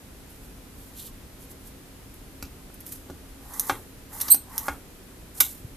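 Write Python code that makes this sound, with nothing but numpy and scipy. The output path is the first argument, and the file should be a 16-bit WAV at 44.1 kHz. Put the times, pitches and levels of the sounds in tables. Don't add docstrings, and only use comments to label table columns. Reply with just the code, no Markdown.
import sys
import numpy as np
from scipy import signal
from scipy.io import wavfile
from scipy.ndimage import uniform_filter1d

SR = 44100
rng = np.random.default_rng(int(sys.argv[2]) if len(sys.argv) > 2 else 0)


def waveform_to_disk(signal):
    frames = np.transpose(np.atleast_2d(signal))
    scaled = np.clip(frames, -1, 1) * 32767
    samples = np.round(scaled).astype(np.int16)
    wavfile.write(sys.argv[1], SR, samples)


def volts(x):
    e = np.asarray(x, float) / 20
    return 10 ** e


N = 254412


def rms_one(x):
    return x / np.sqrt(np.mean(x ** 2) + 1e-20)


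def at_hz(points, hz):
    points_hz, values = np.array(points).T
    return np.interp(np.log(hz), np.log(points_hz), values)


def band(x, low_hz, high_hz):
    limits = [low_hz, min(high_hz, .48 * SR)]
    return signal.sosfilt(signal.butter(2, limits, "band", fs=SR, output="sos"), x)


def drift(rate_hz):
    r = np.exp(-40 * np.pi * rate_hz / SR)
    noise = rng.standard_normal(N // 20 + 2002)
    slow = signal.lfilter([1], [1, -2 * r, r * r], noise)[2000:]
    return np.interp(np.arange(N) / 20, np.arange(len(slow)), rms_one(slow))


def ring(force, hz, t60):
    r, w = volts(-60 / (t60 * SR)), 2 * np.pi * hz / SR
    return signal.lfilter([0, np.sin(w)], [1, -2 * r * np.cos(w), r * r], force + 1e-18)


def stereo(mid, side, alike):
    return np.sqrt(1 + alike) * mid + np.sqrt(1 - alike) * side * [[1], [-1]]


def coloured(spectrum, source, likeness, low_hz):
    out, edges = 0, low_hz * 2 ** np.arange(0, np.log2(17000 / low_hz), 1 / 3)
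    for k, (low, high) in enumerate(zip(edges, edges[1:])):
        mid, side = band(source[k % 2], low, high)
        centre = np.sqrt(low * high)
        alike = np.clip(at_hz(likeness, centre), 0, 1)
        out = out + volts(at_hz(spectrum, centre)) * stereo(mid, side, alike)
    return rms_one(out)


def grains(per_s, spread_db, shape):
    sizes = volts(spread_db * np.minimum(rng.exponential(1, shape), 5)) * rng.choice([-1, 1], shape)
    return rms_one(sizes * (rng.random(shape) < per_s / SR))


# (f/Hz, relative level per Hz/dB)
FLOOR_COLOUR = [(12, -33), (20, 2.5), (54, -1.5), (206, -11.5), (270, -4), (328, -28.5), (365, -10),
                (494, -17), (536, -22), (582, -18.5), (832, -22.5), (1610, -24.5), (6150, -30.5),
                (12500, -28), (14000, -28.5)]
# (f/Hz, likeness from 0 to 1)
FLOOR_LIKENESS = [(60, 0.96), (180, 0.91), (540, 0.53), (1630, 0.25), (4920, 0.065), (14800, 0.062)]
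# (f/Hz, typical rms level/dB)
HUM_TONES = [(268, -60), (10740, -70.5), (12182, -74)]


def floor():
    noise = coloured(FLOOR_COLOUR, rng.standard_normal((2, 2, N)), FLOOR_LIKENESS, low_hz=20.005)
    t = np.arange(N) / SR
    tones = 0
    for hz, level_db in HUM_TONES:
        peak = volts(level_db + 3 + 2 * drift(6))
        tones = tones + peak * np.sin(2 * np.pi * hz * t)
    return volts(-45.5) * noise + tones


# (f/Hz, relative level per Hz/dB)
HISS_COLOUR = [(2350, -32), (4000, -20.5), (7460, -11.5), (8970, -9), (10100, -19), (13100, 9.5),
               (14000, -5)]


def rubbing_hiss():
    likeness = [(4000, 1.0), (14000, 0.24)]  # (f/Hz, left-right likeness)
    hiss = coloured(HISS_COLOUR, grains(9000, 2.7, (2, 2, N)), likeness, low_hz=3200)
    return hiss * volts([[-1.2], [1.2]])


# (peak t/s, treble level/dB, rise t/s, fall t/s, middle band level against treble/dB)
BRUSHES = [(0.306, -53.5, .04, 0.11, -14), (0.448, -54.5, 0.064, .08, -23), (0.80, -51, 0.054, .2, -21),
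           (1.001, -39.5, 0.058, 0.068, -11), (1.07, -42.5, 0.032, 0.029, -12),
           (1.43, -48.5, .055, 0.055, -28), (1.514, -44.5, 0.026, .026, -19),
           (1.678, -46.5, .056, 0.027, -19), (2.868, -44, 0.018, 0.17, -29),
           (2.923, -43, 0.011, 0.064, -33)]


def rustling(hiss):
    depth_db = 20
    t = np.arange(N) / SR
    treble, middle = 0, 0
    for s, peak_db, rise, fall, middle_db in BRUSHES:
        away = np.where(t < s, (s - t) / rise, (t - s) / fall)
        gain = volts(peak_db - depth_db * np.minimum(away ** 1.5, 5))
        treble, middle = treble + gain, middle + volts(middle_db) * gain
    middle_noise = rms_one(band(band(grains(5000, 3.5, N), 2970, 4600), 2600, 10000))
    return treble * hiss + middle * middle_noise


# (t/s, level before softening/dB, f/Hz, t60/s)
BUMPS = [(1.235, -29, 60, 0.043), (2.432, -32, 65, 0.2), (3.099, -39.5, 77.6, 0.4),
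         (3.719, -33, 106, 0.095), (4.697, -31, 66.4, 0.22), (5.646, -25, 118, 0.049)]


def thumps():
    out = np.zeros(N)
    for s, level_db, hz, t60 in BUMPS:
        force = np.zeros(N)
        force[round(s * SR)] = volts(level_db)
        out += ring(force, hz, t60)
    return signal.lfilter([.04], [1, -.96], out)


# (t/s, level/dB, lower modes
# against it/dB, broad crack against it/dB, contact t/s)
BRASS_HITS = [(2.1406, -36, -16, -15, .0005), (2.4256, -27.5, -21, 0, 0.0015), (2.452, -45, -1, 1, .002),
              (2.7407, -38, -19, -30, .003), (2.8043, -34, -19, -15, 0.0028),
              (2.8644, -27.5, -36, -15.5, 0.0014), (2.921, -30, -33, -11, 0.0054),
              (3.1, -53, -13, 9.5, .003), (3.5364, -36, -6, -30, 0.0035), (3.5962, -5, -13, -16.5, 0.00044),
              (3.6958, -36.5, -9, 14, 0.003), (4.2017, -25.5, -23, -7, .004),
              (4.2120, -10.5, -9.5, -31, 0.00042), (4.2152, -11, -36, -7.5, 0.00071),
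              (4.282, -26, -7, -5.5, .006), (4.344, -20, -11, -11.5, 0.0037),
              (4.5797, -8, -10, -18.5, 0.00028), (4.6832, -38, -3, 12, 0.0019),
              (5.4022, -6, -22, -20, 0.00066), (5.4049, -0.5, -23, -7, 0.0018),
              (5.4097, -11, -34, -32, 0.0028)]
# (f/Hz, relative level before chance/dB, t60/s)
BRASS_MODES = [(4100, -36, .004), (5100, -44, 0.012), (6460, 28, 0.0016), (8400, 16, 0.00083),
               (10040, -24, 0.0025), (12100, 21, 0.015), (12030, 25.5, 0.0008), (14600, -5, 0.0087)]


def clicks():
    out = np.zeros(N)
    upper = np.array(BRASS_MODES)[:, 0] > 7000
    draws = rng.standard_normal((len(BRASS_HITS), 800 + len(BRASS_MODES)))
    for (s, level_db, lower_db, crack_db, contact), draw in zip(BRASS_HITS, draws):
        fading = np.exp(-np.arange(800) / (max(contact, 5e-5) * SR))
        force = np.zeros(1600)
        force[:800] = draw[:800] * fading
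        rings = []
        for k, ((hz, mode_db, t60), chance) in enumerate(zip(BRASS_MODES, draw[800:])):
            strength = (-1) ** k * volts(mode_db + 0.5 * chance)
            rings.append(strength * rms_one(ring(force, hz, t60)))
        rings = np.array(rings)
        upper_part = band(band(rings[upper].sum(axis=0), 7000, 18000), 6000, 20000)
        lower_part = band(rings[~upper].sum(axis=0), 3300, 7500)
        crack = band(force, 1000, 10000)
        energy = np.sqrt((np.sum(fading ** 2) + 10) / 1600 / 2)
        at = round(s * SR)
        for part, part_db in zip((upper_part, lower_part, crack), (0, lower_db, crack_db)):
            out[at:at + 1600] += volts(level_db + part_db) * energy * rms_one(part)
    return out


# (delay t/s, left level/dB, right level/dB)
NEAR_ECHOES = [(.0035, -5, -5), (.0052, -9, -9), (.0108, -11, -11), (.0146, -16, -15), (.021, -21, -20)]
# (f/Hz, t60/s, starting level/dB)
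WORKSHOP_TAIL = [(300, 0.33, -30.5), (1105, 0.22, -31.5), (3220, 0.21, -27), (7000, 0.19, -28),
                 (11500, 0.17, -30.5)]


def room(x):
    out = np.zeros((2, N))
    for s, left_db, right_db in NEAR_ECHOES:
        lag = round(s * SR)
        for side, level_db in enumerate((left_db, right_db)):
            out[side, lag:] += volts(level_db) * x[side, :-lag]
    t = np.arange(SR // 2) / SR
    hz = np.array(WORKSHOP_TAIL)[:, 0]
    edges = [100, *np.sqrt(hz[1:] * hz[:-1]), 18000]
    mid, side = rng.standard_normal((2, len(t)))
    alike = 0.98
    scatter = np.sqrt(alike) * mid + np.sqrt(1 - alike) * side * [[1], [-1]]
    scatter = scatter * (1 - np.exp(-t / 0.0046))
    tail = 0
    for (_, t60, level_db), low, high in zip(WORKSHOP_TAIL, edges, edges[1:]):
        tail = tail + volts(level_db - 60 * t / t60) * band(scatter, low, high)
    return out + signal.fftconvolve(x.mean(axis=0, keepdims=True), tail, axes=1)[:, :N]


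# (t/s, level/dB, contact t/s, settling t/s)
BLOWS = [(2.4265, -35, 0.00063, 0.0033), (2.701, -54, 0.000038, 0.0027), (3.092, -53, 0.00029, 0.0014),
         (3.099, -32.5, 0.00099, 0.0051), (3.697, -15.5, 0.000016, 0.0031),
         (4.285, -39.5, 0.000049, 0.00186), (4.344, -32.5, 0.00037, 0.00364),
         (4.683, -19, 0.000035, 0.0027), (5.4049, -26.5, 0.000026, .003)]
# (f/Hz, relative level before chance/dB, t60/s)
BASE_MODES = [(166, -5.5, 0.088), (294.3, -16.5, 0.29), (466, -6, 0.11), (570, -25, 0.0047),
              (798, 2.5, 0.07), (901, 6, 0.072), (1120, 16.5, 0.01), (1300, 15.5, 0.019),
              (1435, 11.5, 0.06), (1595, 3.5, 0.068), (2144, 7.5, 0.027), (2360, -11, 0.018),
              (2670, -8, 0.024), (3170, -3, 0.034), (3500, -24, .02)]


def knocks():
    out = np.zeros(N)
    draws = rng.standard_normal((len(BLOWS), 6 + len(BASE_MODES)))
    for (s, level_db, contact, settling), draw in zip(BLOWS, draws):
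        jolts_s = settling * np.cumsum(np.abs(draw[:6])) * .5 * (np.arange(6) > 0)
        rise = np.maximum(np.arange(9000) / SR - jolts_s[:, None], 0) / max(contact, 2e-5)
        force = volts(-6 * np.arange(6)) @ (rise * np.exp(-rise))
        sound = 0
        for (hz, mode_db, t60), chance in zip(BASE_MODES, draw[6:]):
            sound = sound + volts(mode_db + 1.5 * chance) * ring(force, hz, t60)
        sound = band(sound, 225, 12500)
        at = round(s * SR)
        out[at:at + 9000] += volts(level_db) * sound / (2 * np.std(sound[:600]))
    return out


# (start t/s, blade bites t/s, stop t/s, hiss level at the bite/dB, rumble level at the bite/dB)
PUSHES = [(3.40, 3.535, 3.697, -40, -48), (4.09, 4.132, 4.30, -40, -49), (4.46, 4.533, 4.684, -43, -47.5),
          (5.335, 5.352, 5.402, -46, -62)]
# (t/s, hiss level/dB, rumble level/dB)
DYING_AWAY = [(3.697, -36.5, -33), (4.684, -42.5, -37), (5.409, -26.5, -42)]


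def stroke_gain(column, shape_db, dies_db_per_s):
    bite_s, shove_s = 0.0062, 0.0335
    t, out = np.arange(N) / SR, np.zeros(N)
    start_db, before_db, way_db, shove_db = shape_db
    curve_db = [start_db, before_db, 0, way_db, shove_db]
    for start, bite, stop, *level_db in PUSHES:
        on = slice(round(start * SR), round(stop * SR))
        knots = [start, bite - bite_s, bite, stop - shove_s, stop - shove_s / 2]
        knots = np.maximum.accumulate(knots)
        out[on] += volts(level_db[column] + np.interp(t[on], knots, curve_db))
    for s, *level_db in DYING_AWAY:
        on = slice(round(s * SR), N)
        out[on] += volts(level_db[column] - dies_db_per_s * (t[on] - s))
    return uniform_filter1d(out, size=200)


# (start level/dB, just before the bite level/dB, on the way level/dB, last shove level/dB)
HISS_CURVE = (-18.5, -5, 1.5, 6)


def carriage_hiss(hiss):
    return stroke_gain(0, HISS_CURVE, dies_db_per_s=139) * hiss


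# (start level/dB, just before the bite level/dB, on the way level/dB, last shove level/dB)
RUMBLE_CURVE = (-15, -1, 0.4, 3)
# (f/Hz before the pitch moves, width f/Hz, relative level/dB)
RUMBLE_HUMPS = [(904, 122, 3), (1152, 170, 2.5), (1445, 410, -1.5), (1994, 300, -2), (561, 420, -5)]


def carriage_rumble():
    gain = stroke_gain(1, RUMBLE_CURVE, dies_db_per_s=250)
    level_db = np.clip(20 * np.log10(gain + 1e-9), -66, -40)
    pitch = 1 + 0.013 * (level_db + 44.5) + .03 * drift(12)
    rumble = 0
    for hz, width, hump_db in RUMBLE_HUMPS:
        low_pass = signal.butter(2, width / 2, fs=SR, output="sos")
        rough = signal.sosfilt(low_pass, grains(1200, 3.8, (2, N)))
        phase = 2 * np.pi * hz * np.cumsum(pitch) / SR
        rumble = rumble + volts(hump_db) * rms_one(rough[0] * np.cos(phase) + rough[1] * np.sin(phase))
    return gain * rms_one(rumble)


# (t/s, slips per second before wavering f/Hz, level/dB)
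SLIPS = [(4.2995, 4450, -45), (4.302, 4280, -15), (4.306, 4090, -9), (4.311, 4040, -8), (4.318, 4110, -5),
         (4.330, 4410, -11), (4.342, 4690, -14), (4.351, 4780, -21), (4.357, 4800, -45)]
# (multiple of the slip rate, right level/dB, left level against right/dB, left lead/rad)
SLIP_OVERTONES = [(1, -25, 0, .3), (2, -7.5, -1, 1.2), (2.5, -32, -2, 1.0), (3, 0, -6.5, 1.4)]


def squeal():
    s, per_s, points_db = np.transpose(SLIPS)
    t = np.arange(N) / SR
    slip_hz = np.interp(t, s, per_s) * (1 + 0.0072 * drift(294))
    phase = 2 * np.pi * np.cumsum(slip_hz) / SR
    level = volts(np.interp(t, s, points_db, left=-140, right=-140))
    tones = 0
    for k, right_db, left_db, lead in SLIP_OVERTONES:
        wobble_db = 3.2 * drift(240) + 1.2 * np.array([drift(240), drift(240)])
        strength = volts(right_db + wobble_db + np.array([[left_db], [0]]))
        tones = tones + strength * np.sin(k * phase + np.array([[lead], [0]]))
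    scrape = volts(-34.5) * rms_one(band(grains(7300, 2.7, N), 1200, 25000))
    chatter = volts(-35) * rms_one(band(rng.standard_normal(N), 4300, 4700))
    return level * (tones + scrape + chatter)


def scene():
    struck = clicks() * volts([[-1.2], [1.2]]) + knocks()
    squealing = squeal()
    echoing = room(struck + volts(-2) * squealing)
    hiss = rubbing_hiss()
    flutter = volts(1.5 * drift(60))
    rubbing = flutter * (rustling(hiss) + carriage_hiss(hiss)) + carriage_rumble()
    return floor() + rubbing + thumps() + struck + squealing + echoing


def top_cut(x):
    return signal.sosfilt(signal.butter(12, 15400, fs=SR, output="sos"), x)


def record(dry):
    cut = signal.sosfilt(signal.cheby2(18, 50, 14500, fs=SR, output="sos"), dry)
    cut = signal.sosfilt(signal.butter(2, 26, "high", fs=SR, output="sos"), cut)
    mix = np.clip(cut, -1, 1)
    return top_cut(mix)


dry = scene()
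out = record(dry)
waveform_to_disk(out)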